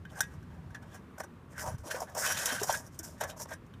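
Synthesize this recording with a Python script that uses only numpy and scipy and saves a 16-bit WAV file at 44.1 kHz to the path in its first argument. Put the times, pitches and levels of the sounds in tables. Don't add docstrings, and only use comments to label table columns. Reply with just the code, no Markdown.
import sys
import numpy as np
from scipy import signal
from scipy.fft import rfft, irfft
from scipy.io import wavfile
from scipy.ndimage import uniform_filter1d

SR = 44100
rng = np.random.default_rng(int(sys.argv[2]) if len(sys.argv) > 2 else 0)


def gain_from_db(level_db):
    decades = np.asarray(level_db, float) / 20
    return 10 ** decades


def wrap_up_sound(samples):
    columns = np.atleast_2d(samples).T
    tamed = np.clip(columns, -1, 1)
    steps = np.round(tamed * 32767).astype(np.int16)
    wavfile.write(sys.argv[1], SR, steps)


N = 167580

# [dB per Hz, relative]
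TRAFFIC_SPECTRUM = [(15, -59), (25, -26.5), (70, -3.5), (170, -3.5), (293, -11.5), (476, -19), (695, -27.5),
                    (962, -23), (1100, -21), (3820, -42), (4870, -47), (14800, -52), (16000, -66.5)]
# time_s [s], level_db [dB]
RUMBLE_SWELL = [(0.0, -51), (0.55, -49), (0.66, -49.5), (1.2, -57), (1.46, -56), (1.73, -49), (1.8, -58),
                (2.2, -55), (2.39, -52), (3.05, -52.5), (3.69, -53), (3.8, -50.5)]
# pitch_hz [Hz], width_hz [Hz], level_db [dB relative to the rumble]
TRAFFIC_HUMS = [(85.1, 13, -5), (123.7, 41, -7.5), (174.4, 9.3, -15.5)]
# start_s [s], level_db [dB before the knock gains],
# hollow_db, wall_db, flank_db [dB relative to level_db]
BOWL_KNOCKS = [(0.0523, -53, -7, 19, 11.5), (0.2056, -12, -12, -0.5, -7), (0.3378, -50, 5, -8, -23),
               (0.4272, -55, -6, 8.5, -22), (0.5444, -61, -5, 9, -6), (0.7053, -56.5, 0, 10, -9),
               (0.7481, -49.5, 5, 16.5, -11), (0.8255, -54.5, 3, 2, -17), (0.944, -45, -1, 2, -16),
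               (1.1827, -41, 6, -19, -36), (1.2003, -37.5, 10.5, 4.5, -21), (1.2358, -40, -8, -3, -26),
               (1.5797, -36, -21, 8.5, -23), (1.7832, -48, -9, -9, -16), (1.9108, -35, -14, -8, -16),
               (2.0035, -29, 6, -15, -27), (2.0977, -46.5, 5, -3, -17), (2.149, -32, -3, -14, -11),
               (2.3212, -20, -29, -9, -17), (2.4573, -15, -29, -19, -5.5), (2.6321, -19.5, -24, -14, -20),
               (2.6934, -41, 31, 5, 5), (2.7256, -21.5, -22, -13, -26), (2.8653, -42, -11, -18, -24),
               (2.9904, -24, -22, -27, -38), (3.0316, -36, -3, -20, -29), (3.2101, -25.5, 8.5, -3, -10),
               (3.236, -30, 4, -7, -10), (3.2947, -42.5, 2, 2, 4), (3.3664, -50, -1, -12, -21),
               (3.3992, -36, -16, -10, -24), (3.5084, -40, -4, -5, -16), (3.6644, -57, -4.5, -5, -10),
               (3.7375, -57, -19, 6, 15.5)]
# time_s [s], grit_db [dB before the layer gains],
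# hollow_db, wall_db, flank_db [dB relative to grit_db]
SKID_LEVELS = [
    [(0.09, -83, 2, 11, 3), (0.102, -71.5, -7, -9, 8), (0.124, -64, 11.5, 5, -19), (0.146, -71, 8, 6, -5),
     (0.17, -55, -1.5, 4, -31), (0.198, -53.5, 3, -10, 4)],
    [(0.23, -53, -11, 6, 2.5), (0.262, -71, -9, 2, -15), (0.296, -74, -3, 9, -9), (0.346, -69.5, 9, 2, -11),
     (0.372, -83, 6, 16, -5), (0.38, -97, 20, 18, 6)],
    [(0.5, -84, 18, 17, 2), (0.552, -79, 16, 8, -3), (0.604, -97, 32, 24, 3), (0.718, -79.5, 18, 6, -1),
     (0.74, -89.5, 28, 13, -13), (0.748, -60, 1, 14, 1), (0.808, -94, 30, 5, -14), (0.83, -66, 7, 6, -7),
     (0.848, -80, 19, 10, -1), (0.9, -72, 0, 2, 0)],
    [(0.9, -72, 1.5, 3, -3), (0.964, -59.5, 3, 2, -8), (0.978, -72, 4, -5, -5), (0.988, -82, 9, 12, 0),
     (1.0, -79, 18, 8, -9)],
    [(1.17, -103, 12, 6, 4), (1.182, -58.5, 6, 8, -14), (1.19, -62.5, -3, -13, -13),
     (1.204, -48, 8, 1, -28), (1.226, -74.5, -2, -2, 5), (1.242, -56, 12, 4, -20),
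     (1.254, -76, 5, -18, -12), (1.27, -82, 8, 13, -9)],
    [(1.49, -87, 11, -1, 8), (1.518, -60, 3, 3, -22), (1.548, -77, 9, 16, -7),
     (1.598, -43.5, -11.5, 5.5, -12), (1.64, -51, 4.5, -8, -34), (1.688, -50, 7.5, -9.5, -24),
     (1.754, -66.5, 1, 4, -5), (1.77, -94, 6, 23, -8), (1.784, -60, -1, -5, -6), (1.83, -75, -10, -1, -15)],
    [(1.83, -74, 6, 3, -13), (1.842, -62.5, 11, -6, -22), (1.876, -47, -3.5, -17, -12),
     (1.902, -55.5, 7.5, 4, -3), (1.912, -40.5, -13, 5, -4), (1.938, -52, 4, -4, -11),
     (1.95, -47, 2.5, 7, -6), (1.982, -53.5, 9, -2, -15), (2.024, -48, 10.5, -15, -17),
     (2.07, -72.5, 0, 9, -11)],
    [(2.07, -65.5, 7, 9, -3), (2.142, -67.5, 9, -7, -13), (2.148, -58, 4, -16, -19),
     (2.172, -43.5, 3, -3, -28), (2.196, -38, -5, -10.5, -31), (2.246, -38.5, -12.5, 6, -16.5),
     (2.266, -34.5, -8, -10, -7), (2.312, -39, -6, 7.5, -8), (2.324, -39, -6, 1, -5.5),
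     (2.36, -45.5, -5, -0.5, -3)],
    [(2.36, -49, 7.5, 7, -2), (2.374, -40, -11, 1.5, -1.5), (2.45, -38.5, -7.5, -1, -12),
     (2.462, -31.5, -8.5, -4, -19), (2.474, -39, -5.5, -2.5, -7), (2.514, -43, -3.5, 4.5, 0),
     (2.526, -38, -2, -3, -8), (2.586, -51, -13, 6.5, -2), (2.6, -45.5, -11, -7, 2),
     (2.62, -43.5, 5, -22, -10)],
    [(2.62, -53.5, -1, 10, 0), (2.636, -38, 0.5, -9, -8.5), (2.652, -45, -5.5, -10, -31),
     (2.704, -38.5, -0.5, 0, -4), (2.734, -40.5, -7.5, -1, -19), (2.742, -42.5, -6, 3.5, -5.5),
     (2.776, -44.5, -7.5, -17, -15), (2.834, -62.5, 3.5, 2, -22), (2.872, -58.5, -2, -11, -22),
     (2.9, -82, 8, -4, -12)],
    [(2.9, -80, 0, -7, -21), (2.948, -57.5, -3, -13, -8), (2.982, -75, -4, 3, -8),
     (2.988, -66, -22, -25, -17), (2.996, -48.5, -7, -9, -11), (3.02, -75, 4, 9, -13),
     (3.04, -45.5, -12.5, -15, -30), (3.09, -55, -4.5, -3.5, -16), (3.102, -53.5, -10, -22, -21),
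     (3.18, -77.5, 13, 6, -3)],
    [(3.18, -65, 1, 5, -8), (3.2, -63.5, -17, 3, -19), (3.21, -43, 7, 5.5, -5), (3.232, -49, 8.5, 4, 0.5),
     (3.238, -45.5, 5.5, 5.5, -9), (3.262, -65, 16.5, 13, -3), (3.282, -57, 3, -5, -20),
     (3.302, -48.5, 0, -6.5, 1), (3.35, -82, 21, 13, -12)],
    [(3.36, -78, 13, 8, 0), (3.366, -70, 7, -8, -24), (3.374, -55.5, 1, -7, -25),
     (3.39, -55, -11, -16, -27), (3.402, -45, -2, -10, -44), (3.42, -42, -8, -13, -39),
     (3.436, -45, -10, -20, -31), (3.448, -68, -17, -15, -21), (3.46, -59, 13.5, 5, 0)],
    [(3.47, -71, 12, 2, -5), (3.492, -57.5, -1, 3, -16), (3.518, -59, 11, 12, -1), (3.536, -49, -6, 6, -15),
     (3.564, -76, 3, 11, 0), (3.58, -84, 16, 15, -14)],
]
# [s, undamped]
BOWL_MODES = [(558, -7.5, .04), (629, 1.5, 0.047), (753.6, -1, 0.042), (912.6, 0, 0.047),
              (1072, -6.5, 0.043), (1390, -34, 0.11), (1540.5, 4.5, 0.051), (1651, -6, .17),
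              (1745, -5, 0.05), (1890, -16.5, .25), (2075, -18.5, 0.11), (2495, -7, 0.082),
              (2780, -5.5, 0.036), (3060, 0, 0.071), (3392, 3.5, 0.023), (3697, -5.5, .08),
              (4070, -0.5, 0.014), (4960, -6, 0.064), (5690, 6, .06), (6050, -2, 0.029), (6870, -8, .025),
              (7460, -7.5, 0.023), (7690, -6, 0.018), (8530, -1.5, .08), (9300, -1, .02),
              (10000, -3, 0.095), (10660, -0.5, 0.034), (11700, -6, 0.04), (13000, -2, .02)]
# from_hz [Hz], to_hz [Hz]
BOWL_PARTS = [(4500, 20000), (0, 1200), (1200, 2300), (2300, 4500)]
# [dB per Hz, relative]
GRIT_SPECTRUM = [(2530, -49), (4300, -37), (4760, -18.5), (5500, -1), (6330, -6.5), (6970, -5),
                 (9410, -12.5), (11500, -10.5), (15500, -16)]
# start_s [s], level_db [dB before the thump gain], pitch_hz [Hz]
TOY_BUMPS = [(1.64, -39.5, 585), (1.859, -44, 326), (1.945, -29, 513), (2.019, -26, 732), (2.166, -30, 930),
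             (2.521, -37, 257), (2.616, -27, 417), (2.693, -26, 724), (2.995, -42, 324)]
# start_s [s], level_db [dB before the thump gain], pitch_hz [Hz]
LOW_THUDS = [(1.681, -29, 99.6), (1.718, -32.5, 97), (1.743, -25, 115), (1.791, -35, 81),
             (1.821, -35.5, 95)]

TRAFFIC_HISS_DB, RUMBLE_TOP_HZ = -51.5, 356
KNOCK_PUSH_S, CRACK_T60_S = 0.00015, 0.045
KNOCK_BRIGHT_DB, KNOCK_BODY_DB = -2.5, -7
KNOCK_SPOT_DB = 1.5
GRAINS_PER_S, GRAIN_SPREAD_DB = 7000, 2
JUDDER_DB, JUDDER_PER_S = 1.5, 70
CONTACT_DB, CONTACT_PER_S = 4.0, 18
SKID_T60_SHARE, SKID_DETUNE = 0.75, 0.035
RIM_RING_DB, GRIT_DIRECT_DB = -3.5, 2.0
BOWL_LOW_HZ, MIC_TOP_HZ = 475, 15430


def unit(x):
    return x / np.sqrt(np.mean(x ** 2))


def peak_one(x):
    return x / np.max(np.abs(x))


def colour(x, spectrum):
    hz, db = np.array(spectrum).T
    f = np.fft.rfftfreq(4096, 1 / SR)
    log_gain = np.interp(np.log(f + 1), np.log(hz), db) * np.log(10) / 20
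    cepstrum = irfft(log_gain)
    cepstrum[1:len(cepstrum) // 2] *= 2
    cepstrum[len(cepstrum) // 2 + 1:] = 0
    response = irfft(np.exp(rfft(cepstrum)))
    return signal.fftconvolve(x, response / np.sqrt(np.sum(response ** 2)))[:len(x)]


def walk(rate):
    hold = int(SR / rate)
    steps = np.repeat(rng.standard_normal(N // hold + 1), hold)
    return unit(uniform_filter1d(steps, hold)[:N])


def ring(modes, t60_share):
    t = np.arange(SR // 4) / SR
    total = np.zeros(len(t))
    for k, (hz, db, t60) in enumerate(modes):
        decay = 1000. ** (-t / (t60 * t60_share))
        total += (-1) ** k * gain_from_db(db) * np.sin(2 * np.pi * hz * t) * decay
    return total


def thumps(table, cycles):
    out, t = np.zeros(N + SR), np.arange(SR // 4) / SR
    for start_s, db, hz in table:
        swell = 1 - np.exp(-4.5 * t * hz)
        decay = np.exp(-2.5 * t * hz / cycles)
        tone = np.sin(2 * np.pi * hz * t) * swell * decay
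        out[int(start_s * SR):][:len(t)] += gain_from_db(db) * tone * gain_from_db(1.5)
    return out[:N]


def distant_traffic(t):
    noise = unit(colour(rng.standard_normal(N + SR), TRAFFIC_SPECTRUM)[SR:])
    low = signal.sosfilt(signal.butter(2, RUMBLE_TOP_HZ, fs=SR, output="sos"), noise)
    hum = np.zeros(N)
    for hz, width_hz, db in TRAFFIC_HUMS:
        b, a = signal.iirpeak(hz, hz / width_hz, fs=SR)
        hum += gain_from_db(db) * unit(signal.lfilter(b, a, rng.standard_normal(N + SR))[SR:])
    hiss = gain_from_db(TRAFFIC_HISS_DB) * gain_from_db(1.05 * walk(5.35)) * (noise - low)
    time_s, db = np.array(RUMBLE_SWELL).T
    return hiss + gain_from_db(np.interp(t, time_s, db)) * (unit(low) + hum)


def bowl_knocks():
    out, t = np.zeros(N + SR), np.arange(SR // 4) / SR
    for start_s, db, *part_db in BOWL_KNOCKS:
        roughness, crack_noise = rng.standard_normal((2, len(t)))
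        push = ((1 + 0.3 * roughness) * t * np.exp(-t / KNOCK_PUSH_S))[:SR // 50]
        spot_db = KNOCK_SPOT_DB * rng.standard_normal(len(BOWL_MODES))
        struck = [(hz, g + change, t60) for (hz, g, t60), change in zip(BOWL_MODES, spot_db)]
        rung = []
        for lo, hi in BOWL_PARTS:
            modes = [m for m in struck if lo <= m[0] < hi]
            rung.append(peak_one(signal.fftconvolve(np.diff(push), ring(modes, 1))[:len(t)]))
        rim, *parts = rung
        crack = peak_one(colour(crack_noise * 1000. ** (-t / CRACK_T60_S), GRIT_SPECTRUM))
        bright = crack + gain_from_db(-18) * rim
        body = sum(gain_from_db(g) * part for g, part in zip(part_db, parts))
        knock = gain_from_db(KNOCK_BRIGHT_DB) * bright + gain_from_db(KNOCK_BODY_DB) * body
        out[int(start_s * SR):][:len(t)] += gain_from_db(db) * knock
    return out[:N]


def grit_grains(judder):
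    present = rng.random(N) < GRAINS_PER_S / SR
    size = gain_from_db(GRAIN_SPREAD_DB * np.minimum(rng.exponential(size=N), 4.5))
    return unit(present * size * rng.standard_normal(N) * judder)


def skid_envelope(t, part):
    envelope = np.zeros(N)
    for points in SKID_LEVELS:
        rows = np.array(points)
        time_s, db = rows[:, 0], rows[:, 1]
        if part:
            db = db + rows[:, 1 + part]
        envelope += gain_from_db(np.interp(t, time_s, db)) * (t >= time_s[0]) * (t < time_s[-1])
    return envelope


def bowl_skids(t):
    out = np.zeros(N)
    judder = gain_from_db(JUDDER_DB * walk(JUDDER_PER_S))
    for part, (lo, hi) in enumerate(BOWL_PARTS):
        push = grit_grains(judder) * skid_envelope(t, part)
        rung, energy = np.zeros(N), 0
        for hz, db, t60 in BOWL_MODES:
            if not lo <= hz < hi:
                continue
            for pitch in (hz, hz * (1 + SKID_DETUNE)):
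                response = ring([(pitch, db, t60)], SKID_T60_SHARE)[:SR // 10]
                contact = unit(gain_from_db(CONTACT_DB * walk(CONTACT_PER_S)))
                rung += signal.oaconvolve(push * contact, response)[:N]
                energy += np.sum(response ** 2)
        rung = rung / np.sqrt(energy)
        if part == 0:
            rung = gain_from_db(RIM_RING_DB) * rung + gain_from_db(GRIT_DIRECT_DB) * colour(push, GRIT_SPECTRUM)
        out += rung
    return out


def toy_bumps():
    return thumps(TOY_BUMPS, cycles=11)


def low_thuds():
    return thumps(LOW_THUDS, cycles=2.8)


def scene():
    t = np.arange(N) / SR
    traffic = distant_traffic(t)
    high_pass = signal.butter(4, BOWL_LOW_HZ, "high", fs=SR, output="sos")
    bowl = signal.sosfilt(high_pass, bowl_knocks() + bowl_skids(t))
    return (traffic + bowl + toy_bumps() + low_thuds())[None]


def band_limit(x):
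    return signal.sosfilt(signal.butter(12, 16420, fs=SR, output="sos"), x)


def record(dry):
    low_pass = signal.ellip(8, 0.5, 30, MIC_TOP_HZ, fs=SR, output="sos")
    return band_limit(signal.sosfilt(low_pass, dry))


dry = scene()
out = record(dry)
wrap_up_sound(out)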